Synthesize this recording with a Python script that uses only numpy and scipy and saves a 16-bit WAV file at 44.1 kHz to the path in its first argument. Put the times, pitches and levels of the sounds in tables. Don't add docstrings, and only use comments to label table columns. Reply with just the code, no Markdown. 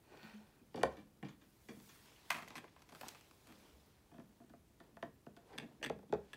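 import sys
import numpy as np
from scipy import signal
from scipy.fft import rfft, irfft, next_fast_len
from scipy.io import wavfile
from scipy.ndimage import uniform_filter1d

SR = 44100
rng = np.random.default_rng(int(sys.argv[2]) if len(sys.argv) > 2 else 0)


def to_wav(sig):
    pcm = np.clip(np.atleast_2d(sig), -1, 1) * 32767
    pcm = np.round(pcm).astype(np.int16)
    wavfile.write(sys.argv[1], SR, pcm.T)


def undo_db(level):
    steps = np.asarray(level, float) / 20
    return 10 ** steps


N = 280577

# (frequency [Hz], level [dB], T60 [s])
TABLE = [(127.5, -6.5, 0.11), (172.4, 5, 0.04), (197.5, -5, 0.21), (235.8, 6, 0.065), (317, 6.5, 0.053)]
# (frequency [Hz], level [dB], T60 [s])
TICK = [(3454, 9, 0.0064), (4610, 0.5, 0.01), (5730, 8.5, 0.002), (7550, 3, 0.0019), (10100, -2, 0.0028),
        (12700, -11, 0.0024), (14800, -13, 0.0039)]
# (frequency [Hz], level [dB], T60 [s])
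BASE = [(413, -4, 0.048), (471.5, -3, 0.073), (508, 5, 0.01), (657, -4.5, 0.043), (815, -5, 0.037)]


def evened(x):
    return x / np.sqrt(np.mean(x ** 2) + 1e-20)


def read(points, hz):
    f, value = np.transpose(points)
    return np.interp(np.log(hz + 1), np.log(f + 1), value)


def add(mix, start_s, sound):
    part = mix[round(start_s * SR):][:len(sound)]
    part += sound[:len(part)]


def noise(colour_db, patchy_db):
    real, imag, patches = rng.standard_normal((N // 128 + 5, 257, 3)).T
    patches = uniform_filter1d(patches, size=6, axis=0)
    patches = evened(uniform_filter1d(patches, size=14, axis=1))
    z = (real + 1j * imag) * undo_db(colour_db[:, None] + patchy_db * patches)
    return evened(signal.istft(z, nperseg=512, noverlap=384)[1][:N])


def swells(peak_s, db, fall_s):
    rise_share = 0.53
    grid = np.arange(0, N, 64)
    late = (grid / SR - peak_s[:, None]) / np.maximum(fall_s, .02)[:, None]
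    level = undo_db(db[:, None] - 20 * np.maximum(late, -late / rise_share)).sum(0)
    return np.interp(np.arange(N), grid, level)


def ring(modes, chance, spread_db):
    hz, db, t60 = np.transpose(modes)[:, :, None]
    t = np.arange(round(min(t60.max(), .25) * SR)) / SR
    level, pitch = chance[:len(hz), None], chance[8:8 + len(hz), None]
    signs = (-1.) ** np.arange(len(hz))[:, None]
    decay = undo_db(db + spread_db * level - 60 * t / t60)
    return (signs * decay * np.sin(2 * np.pi * hz * (1 + .008 * pitch) * t)).sum(0)


def contacts(rows, bodies, stiff_db, slips_per_s, follow_db, dense_db):
    out, t = np.zeros(N), np.arange(round(.12 * SR)) / SR
    small = [signal.butter(3, .7 * modes[0][0], "high", fs=SR, output="sos") for modes in bodies]
    touch = [np.hanning(3 + int(SR / modes[-1][0] / 2)) for modes in bodies]
    for s, force_db, hard_db, thud_db, chatter_s in rows:
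        levels_db = [force_db - hard_db, thud_db, force_db + stiff_db, force_db + hard_db]
        slips, sizes = rng.random(len(t)), rng.standard_normal(len(t))
        chance = rng.standard_normal((4, 16))
        fade_s = np.clip(chatter_s, .001, .05)
        force = (slips < slips_per_s / SR) * sizes * undo_db(follow_db) * np.exp(-t / fade_s)
        force[0] = 1
        force = force[:1 + int(8 * SR * fade_s)]
        for k, modes in enumerate(bodies):
            body = np.convolve(touch[k], ring(modes, chance[k], spread_db=1.17))
            n = len(body)
            dense = sizes[::-1][:n] * undo_db(-60 * t[:n] * modes[0][0] / 25)
            dense = np.convolve(np.convolve(touch[k], touch[k]), dense)[:n]
            dense = signal.sosfilt(small[k], dense)
            body[:len(dense)] += dense / abs(dense).max() * abs(body).max() * undo_db(dense_db)
            sound = signal.sosfilt(small[k], signal.fftconvolve(force, body))
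            add(out, s, undo_db(levels_db[k] + 2.0) * sound / abs(sound).max())
    return out


def microphone_noise():
    # (frequency [Hz], level [dB per Hz])
    hiss_colour = [(25, -5), (55, -3), (146, -4), (210, -12.5), (301, -7), (542, -17), (2200, -27.5),
                   (16000, -39)]
    # (first [s], period [s], length [s], frequency [Hz], level [dB])
    whistle = (.02, 1.277, .04, 14000, -82)
    hz = np.fft.rfftfreq(2048, 1 / SR)
    real, imag = rng.standard_normal((N // 512 + 5, len(hz), 2)).T
    z = (real + 1j * imag) * undo_db(read(hiss_colour, hz))[:, None]
    hiss = signal.istft(z, nperseg=2048, noverlap=1536)[1][:N]
    first_s, period_s, length_s, chirp_hz, chirp_db = whistle
    t = np.arange(N) / SR - first_s
    swell = np.sin(np.pi * np.clip(t % period_s / length_s, 0, 1))
    chirp = swell * np.sin(2 * np.pi * chirp_hz * t) * (t > 0)
    return undo_db(-70) * evened(hiss) + undo_db(chirp_db) * chirp


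def room(x):
    # (frequency [Hz], T60 [s])
    decay = [(100, 0.8), (260, 0.29), (700, 0.21), (1840, 0.26), (4850, 0.18), (12000, 0.13)]
    hz, t, z = signal.stft(rng.standard_normal(SR // 2), SR, nperseg=256)
    tail = signal.istft(z * undo_db(-60 * t / read(decay, hz)[:, None]), SR, nperseg=256)[1]
    tail *= np.clip(np.arange(len(tail)) / SR / 0.018, 0, 1)
    return signal.oaconvolve(x, tail / np.linalg.norm(tail))[:N]


def stand():
    # (frequency [Hz], width [Hz], level [dB])
    wires = [(836, 170, 1), (1516, 130, 2), (1860, 62, -4.5), (2480, 180, 3), (4360, 220, -3),
             (15000, 720, -4)]
    # (time [s], level [dB])
    drag = [
        (.03, -82),
        (0.119, -71.5),
        (.25, -60),
        (.33, -66),
        (.45, -77.5),
        (.62, -80),
    ]
    slips = rng.standard_normal(N) * (rng.random(N) < 2500 / SR)
    modes = [(hz, db, 2.2 / width_hz) for hz, width_hz, db in wires]
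    sound = evened(signal.oaconvolve(slips, ring(modes, np.zeros(16), 0))[:N])
    return sound * undo_db(np.interp(np.arange(N) / SR, *np.transpose(drag), left=-150, right=-150))


def rubbing():
    # (frequency [Hz], level [dB per Hz])
    cloth = [(180, -43), (300, -3), (372, 1), (674, -4), (953, 0.5), (1140, -5), (15500, -6)]
    # (time [s], level [dB])
    sleeve_track = [(0, -79.5), (.56, -80.5), (.85, -79), (1.3, -81), (1.68, -73), (1.88, -66.5),
                    (2.23, -76.5), (2.36, -64), (2.48, -81), (2.85, -82.5), (3.0, -65.5), (3.24, -75.5),
                    (3.61, -74.5), (3.95, -80), (6.36, -82.5)]
    # (time [s], level [dB], brightness [dB], 20 dB fall [s])
    strokes = [(.13, -62.5, -15, 0.24), (.26, -77.5, 9.5, 0.32), (.44, -74, -40, 0.5),
               (0.801, -69, 3, 0.15), (0.921, -55.5, -19, 0.09), (1.79, -84, -10, 0),
               (2.06, -72.5, 3, 1.22), (2.37, -73, 5, 0.32), (2.52, -62.5, -12.5, 0.17),
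               (2.644, -55, -36.5, -0.09), (2.93, -65.5, -16.5, 0.07), (3.07, -64, 0.5, 0.24),
               (3.6, -70, -3, 0.75), (4.22, -78.5, -13, 0.5), (4.84, -66.5, -17, 0.13),
               (5.53, -64, -10.5, 0.43), (5.72, -67, -28, 0), (5.92, -75, -11, -0.7),
               (6.35, -73, -2.5, 0.7)]
    # (time [s], level [dB], 20 dB fall [s])
    hums = [(.81, -71.5, 1.27), (1.68, -81, -0.6), (2.05, -79, 2), (3.06, -63, -0.5), (3.61, -71.5, 0.5),
            (4.22, -75, 0.95), (4.57, -78.5, 0.5), (4.962, -65, 0.14), (5.6, -80, 1), (5.74, -63.5, 0),
            (5.92, -57.5, 0.27), (6.16, -49, -0.3)]
    hz = np.fft.rfftfreq(512, 1 / SR)
    s, db, bright_db, fall_s = np.transpose(strokes)
    sleeve = undo_db(np.interp(np.arange(N) / SR, *np.transpose(sleeve_track)))
    low = swells(s, db, fall_s)
    mid = swells(s, db + bright_db, fall_s) + undo_db(-12) * sleeve
    out = np.zeros(N)
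    for level, lo_hz, hi_hz in [(low, 300, 670), (mid, 1100, 4170), (sleeve, 4000, 37000)]:
        slopes_db = -10 * np.log10(1 + (lo_hz / (hz + 1)) ** 4) - 10 * np.log10(1 + (hz / hi_hz) ** 4)
        grain = undo_db(1.0 * evened(uniform_filter1d(rng.standard_normal(N), size=200)))
        out += level * evened(grain * noise(read(cloth, hz) + slopes_db, patchy_db=1.9))
    hum_modes = [(220.0, 12.7, 0.48), (169, 21.3, 0.056), (275.5, 18, 0.069)]  # (Hz, dB, T60 s)
    hum = signal.oaconvolve(rng.standard_normal(N), ring(hum_modes, np.zeros(16), 0))
    return out + swells(*np.transpose(hums)) * evened(hum[:N])


def thumps():
    # (time [s], level [dB], frequency [Hz], T60 [s], swell [cycles])
    shakes = [
        (.229, -50.5, 216.4, 0.3, 0.98),
        (.332, -41, 212, 0.29, 5.1),
        (0.836, -47, 71, 0.4, 0.99),
        (.98, -50.5, 205.5, 0.28, 4),
        (1.226, -42, 197, 0.24, 0.99),
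        (3.719, -56, 65, 0.31, 0.99),
        (5.898, -56, 71, 0.39, 1.1),
        (6.13, -50.5, 70.3, 0.39, 1),
    ]
    out, t = np.zeros(N), np.arange(round(.4 * SR)) / SR
    for s, db, hz, t60, cycles in shakes:
        swell = 1 - np.exp(-t * hz / max(cycles, .3))
        add(out, s, undo_db(db - 60 * t / t60) * swell * np.sin(2 * np.pi * hz * t))
    return out


def bending(x):
    bend_s = 0.00398
    size = next_fast_len(N + SR // 4)
    hz = np.fft.rfftfreq(size, 1 / SR)
    lag_s = bend_s * np.maximum(np.sqrt(500 / np.maximum(hz, 100)) - .3, 0)
    phase = 2 * np.pi * np.cumsum(lag_s) * SR / size
    return irfft(rfft(x, size) * np.exp(-1j * phase), size)[:N]


def bag_of_sticks():
    # (time [s], force [dB], hardness [dB], table thud [dB], chatter [s])
    snap = [(2.303, -37.5, 4, -62, 0.002), (2.305, -31, 1, -57.5, 0.0046), (2.315, -36.5, 0.5, -84, 0.0069),
            (2.327, -50, 8.5, -58, 0.008), (2.345, -45.5, 2, -53, 0.02), (2.351, -65, -7, -63, 0.018),
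            (2.383, -50.5, -3, -64, 0.017), (2.423, -52, -1, -57, 0.0084), (2.477, -53, 0, -76, 0.004),
            (2.483, -65, 16, -83, 0.0042), (2.505, -52, 3, -57.5, 0.0036), (2.555, -46.5, 2.5, -58, 0.012),
            (2.568, -55, 8, -55.5, 0.0052), (2.58, -49, 5, -56, 0.0061), (2.642, -57, -5.5, -77, 0.002),
            (2.679, -66, -2, -70, 0.0069)]
    search = [(2.763, -59.5, -5, -104, 0.012), (2.793, -65.5, 0, -66, 0.021), (2.82, -59.5, 3, -69, 0.0065),
              (2.89, -57.5, 1.5, -68, 0.016), (2.922, -57, 1, -56, 0.01), (2.949, -51.5, 2, -71, 0.011),
              (3.011, -47, 2.5, -59, 0.004), (3.018, -61.5, -14, -70, 0.0023),
              (3.032, -57, -14, -56.5, 0.003), (3.04, -58.5, -11, -74, 0.0071),
              (3.062, -62, -8, -61, 0.004), (3.067, -60, -9, -76, 0.0045), (3.084, -55.5, 19, -75, 0.0014),
              (3.088, -51, 12.5, -73, 0.0036), (3.148, -54.5, 2, -73, 0.0054), (3.21, -60, 4, -71, 0.0039),
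              (3.311, -58.5, 0.5, -66, 0.0022), (3.47, -60.5, 5, -63, 0.02),
              (3.491, -61.5, -2, -55.5, 0.034), (3.523, -59.5, 3, -63, 0.0033), ]
    # (frequency [Hz], level [dB], T60 [s])
    sticks_low = [(725, -3, 0.019), (995, 1, 0.015), (1156, 4, 0.0047)]
    sticks_mid = [(1190, 2, 0.01), (1660, 4.5, 0.0096), (1994, 5.5, 0.013), (2550, 9.5, 0.007),
                  (2790, -22, 0.0037)]
    film = [(3190, 8.5, 0.005), (4240, 14.8, 0.0023), (5960, 14.1, 0.0017), (6670, 1.5, 0.0097),
            (7780, 4.8, 0.0046), (9540, 3.8, 0.005), (12000, 12, 0.0019), (15300, 2, 0.0038)]
    bodies = [sticks_low, TABLE, sticks_mid, film]
    opening = contacts(snap, bodies, stiff_db=4, slips_per_s=2900, follow_db=-6.5, dense_db=-14)
    return opening + contacts(search, bodies, stiff_db=-0.5, slips_per_s=1500, follow_db=-4.5, dense_db=-9)


def stick_nudges():
    # (time [s], force [dB], hardness [dB], table thud [dB], chatter [s])
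    nudges = [(4.114, -67.5, -9, -58, 0.039), (4.142, -64, -4, -55.5, 0.017),
              (4.182, -60, -7, -48.5, 0.0052), (4.197, -59.5, -4.5, -71, 0.0069),
              (4.4, -79, -19, -54, 0.0039), (4.413, -73.5, -14, -61, 0.008), (4.437, -72, 0, -57.5, 0.0047),
              (4.496, -64, 1, -57.5, 0.011), (4.535, -67.5, -15.5, -55, 0.0045),
              (4.801, -57, -2, -55.5, 0.013), (4.968, -53, -5.5, -67, 0.0015),
              (5.026, -41, -7, -45.5, 0.0042), (5.035, -55.5, -3, -55, 0.004),
              (5.054, -70, -0.5, -52.5, 0.01), (5.265, -56.5, -8, -46, 0.0025),
              (5.299, -81, 1, -56, 0.0075), (5.365, -57.5, -0.5, -58, 0.014)]
    # (frequency [Hz], level [dB], T60 [s])
    tube = [(428, 1, 0.027), (679, -1, 0.084), (918, -0.5, 0.021), (1166, 0, 0.013)]
    stick = [(1350, 1.5, 0.0058), (1493, -1.5, 0.027), (1740, -2, 0.029), (1920, -2.5, 0.01),
             (2540, -6, 0.014)]
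    return contacts(nudges, [tube, TABLE, stick, TICK], stiff_db=-0.5, slips_per_s=1800,
                    follow_db=-12, dense_db=-9)


def stick_feeds():
    # (time [s], force [dB], hardness [dB], table thud [dB], chatter [s])
    clicks = [(5.552, -70, -12, -54, 0.0023), (5.579, -49, 5, -70, 0.0048), (5.584, -43.5, 7, -47, 0.0028),
              (5.598, -52.5, -0.5, -63, 0.0045), (5.62, -63, -9, -48.5, 0.026), (5.796, -83, 1, -57, 0.014),
              (5.813, -65.5, -14.5, -71, 0.0072), (5.828, -42.5, 1, -68, 0.011),
              (5.84, -43.5, 3.5, -67, 0.0078), (5.847, -49, 11, -48, 0.0038),
              (5.861, -45, 3, -43.5, 0.0066), (6.332, -50.5, 5.5, -85, 0.0054),
              (6.341, -60, 6, -60, 0.0077)]
    # (frequency [Hz], level [dB], T60 [s])
    feeder = [(1170, -6, 0.0061), (1682, -2.5, 0.018), (1830, -0.5, 0.011), (2234, -3, 0.0073),
              (2740, -3.5, 0.013)]
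    latch = [(3440, -1.5, 0.011), (4480, -9, 0.0091), (4860, -10, 0.0066), (6140, -5.5, 0.0035),
             (8060, -11, 0.0095), (11000, -11, 0.0032), (13800, -11, .003)]
    return contacts(clicks, [BASE, TABLE, feeder, latch], stiff_db=7.5, slips_per_s=2000,
                    follow_db=-6, dense_db=-15)


def gun_rocks():
    # (time [s], force [dB], hardness [dB], table thud [dB], chatter [s])
    rocks = [
        (5.898, -37, -4, -41.5, 0.0015),
        (5.989, -59, -5.5, -59, 0.004),
        (6.028, -66.5, -11, -68, 0.002),
        (6.095, -65, -3, -49, 0.0056),
        (6.125, -36, -9.5, -40, 0.0013),
        (6.137, -40, -6.5, -60, 0.001),
        (6.146, -47.5, -11, -64, 0.0026),
        (6.207, -66, -10, -64, 0.0026),
    ]
    # (frequency [Hz], level [dB], T60 [s])
    loaded = [(1360, 0, 0.029), (1477, 1, 0.022), (1930, -3.5, 0.022), (2520, -3, 0.016)]
    return contacts(rocks, [BASE, TABLE, loaded, TICK], stiff_db=-8, slips_per_s=3500,
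                    follow_db=-19.5, dense_db=-14)


def gun_set_down():
    # (time [s], force [dB], hardness [dB], table thud [dB], chatter [s])
    blows = [
        (0.173, -58, 2, -83, 0.0041),
        (0.231, -65.5, 14, -54, 0.0059),
        (0.346, -62.5, 1, -82, 0.0065),
        (0.609, -90, 8, -60, 0.0064),
        (0.832, -24, -5, -51, 0.0025),
        (0.848, -51.5, -7, -41.5, 0.0052),
        (1.767, -65, -2, -52.5, 0.004),
        (1.8, -59, 3, -61, 0.0037),
    ]
    scuffs = [(0.135, -67, -13, -57.5, 0.0063), (0.743, -53, -11.5, -41.5, 0.005),
              (0.758, -58, 9, -42, 0.017), (0.768, -57, -13, -50, 0.0037),
              (0.776, -55.5, -16.5, -60, 0.0028), (0.791, -61, -1, -43, 0.02), (0.81, -55, -9, -45, 0.014),
              (0.968, -59.5, -2, -52.5, 0.033), (0.989, -72, -1, -75, 0.024),
              (1.227, -52, -5.5, -42.5, 0.013), (1.247, -60, -1, -49, 0.041), (1.285, -62, 3.5, -57, 0.02),
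              (1.412, -68, 2, -64, 0.027), (1.686, -52.5, -2, -46.5, 0.022), (1.891, -64, 10, -68, 0.022),
              (5.496, -69, -9, -60, 0.058), (5.53, -60.5, -7, -67, 0.016)]
    # (frequency [Hz], level [dB], T60 [s])
    shell = [(368, -4.5, 0.054), (460, -7.5, 0.081), (531.5, -7, 0.11), (500, 6.5, 0.011),
             (629, -16.5, 0.19), (750, 4.5, 0.0086), (816, 4, 0.028)]
    stiff = [(1083, 1, 0.012), (1410, -1, 0.01), (1780, 2, 0.007), (2390, -8.5, 0.031), (2845, -4.5, 0.011)]
    bodies = [shell, TABLE, stiff, TICK]
    landing = contacts(blows, bodies, stiff_db=-2.5, slips_per_s=310, follow_db=-3, dense_db=-12)
    return landing + contacts(scuffs, bodies, stiff_db=5.5, slips_per_s=5000, follow_db=-8.5, dense_db=-10.5)


def scene():
    near = bending(gun_set_down() + gun_rocks() + stick_nudges()) + stick_feeds()
    bag = bag_of_sticks()
    wet = room(undo_db(-13.0) * near + undo_db(-12.0) * bag)
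    blows = near + bag + wet + thumps()
    over = undo_db(-14)
    rest = (1 - over) * blows + rubbing() + stand() + microphone_noise()
    return (over * blows + signal.oaconvolve(rest, signal.firwin(401, 15800, fs=SR), "same"))[None]


def top_cut(x):
    return signal.sosfilt(signal.butter(12, 16510, fs=SR, output="sos"), x)


def record(dry):
    thin = signal.sosfilt(signal.butter(4, 40, "high", fs=SR, output="sos"), dry)
    return top_cut(thin)


dry = scene()
out = record(dry)
to_wav(out)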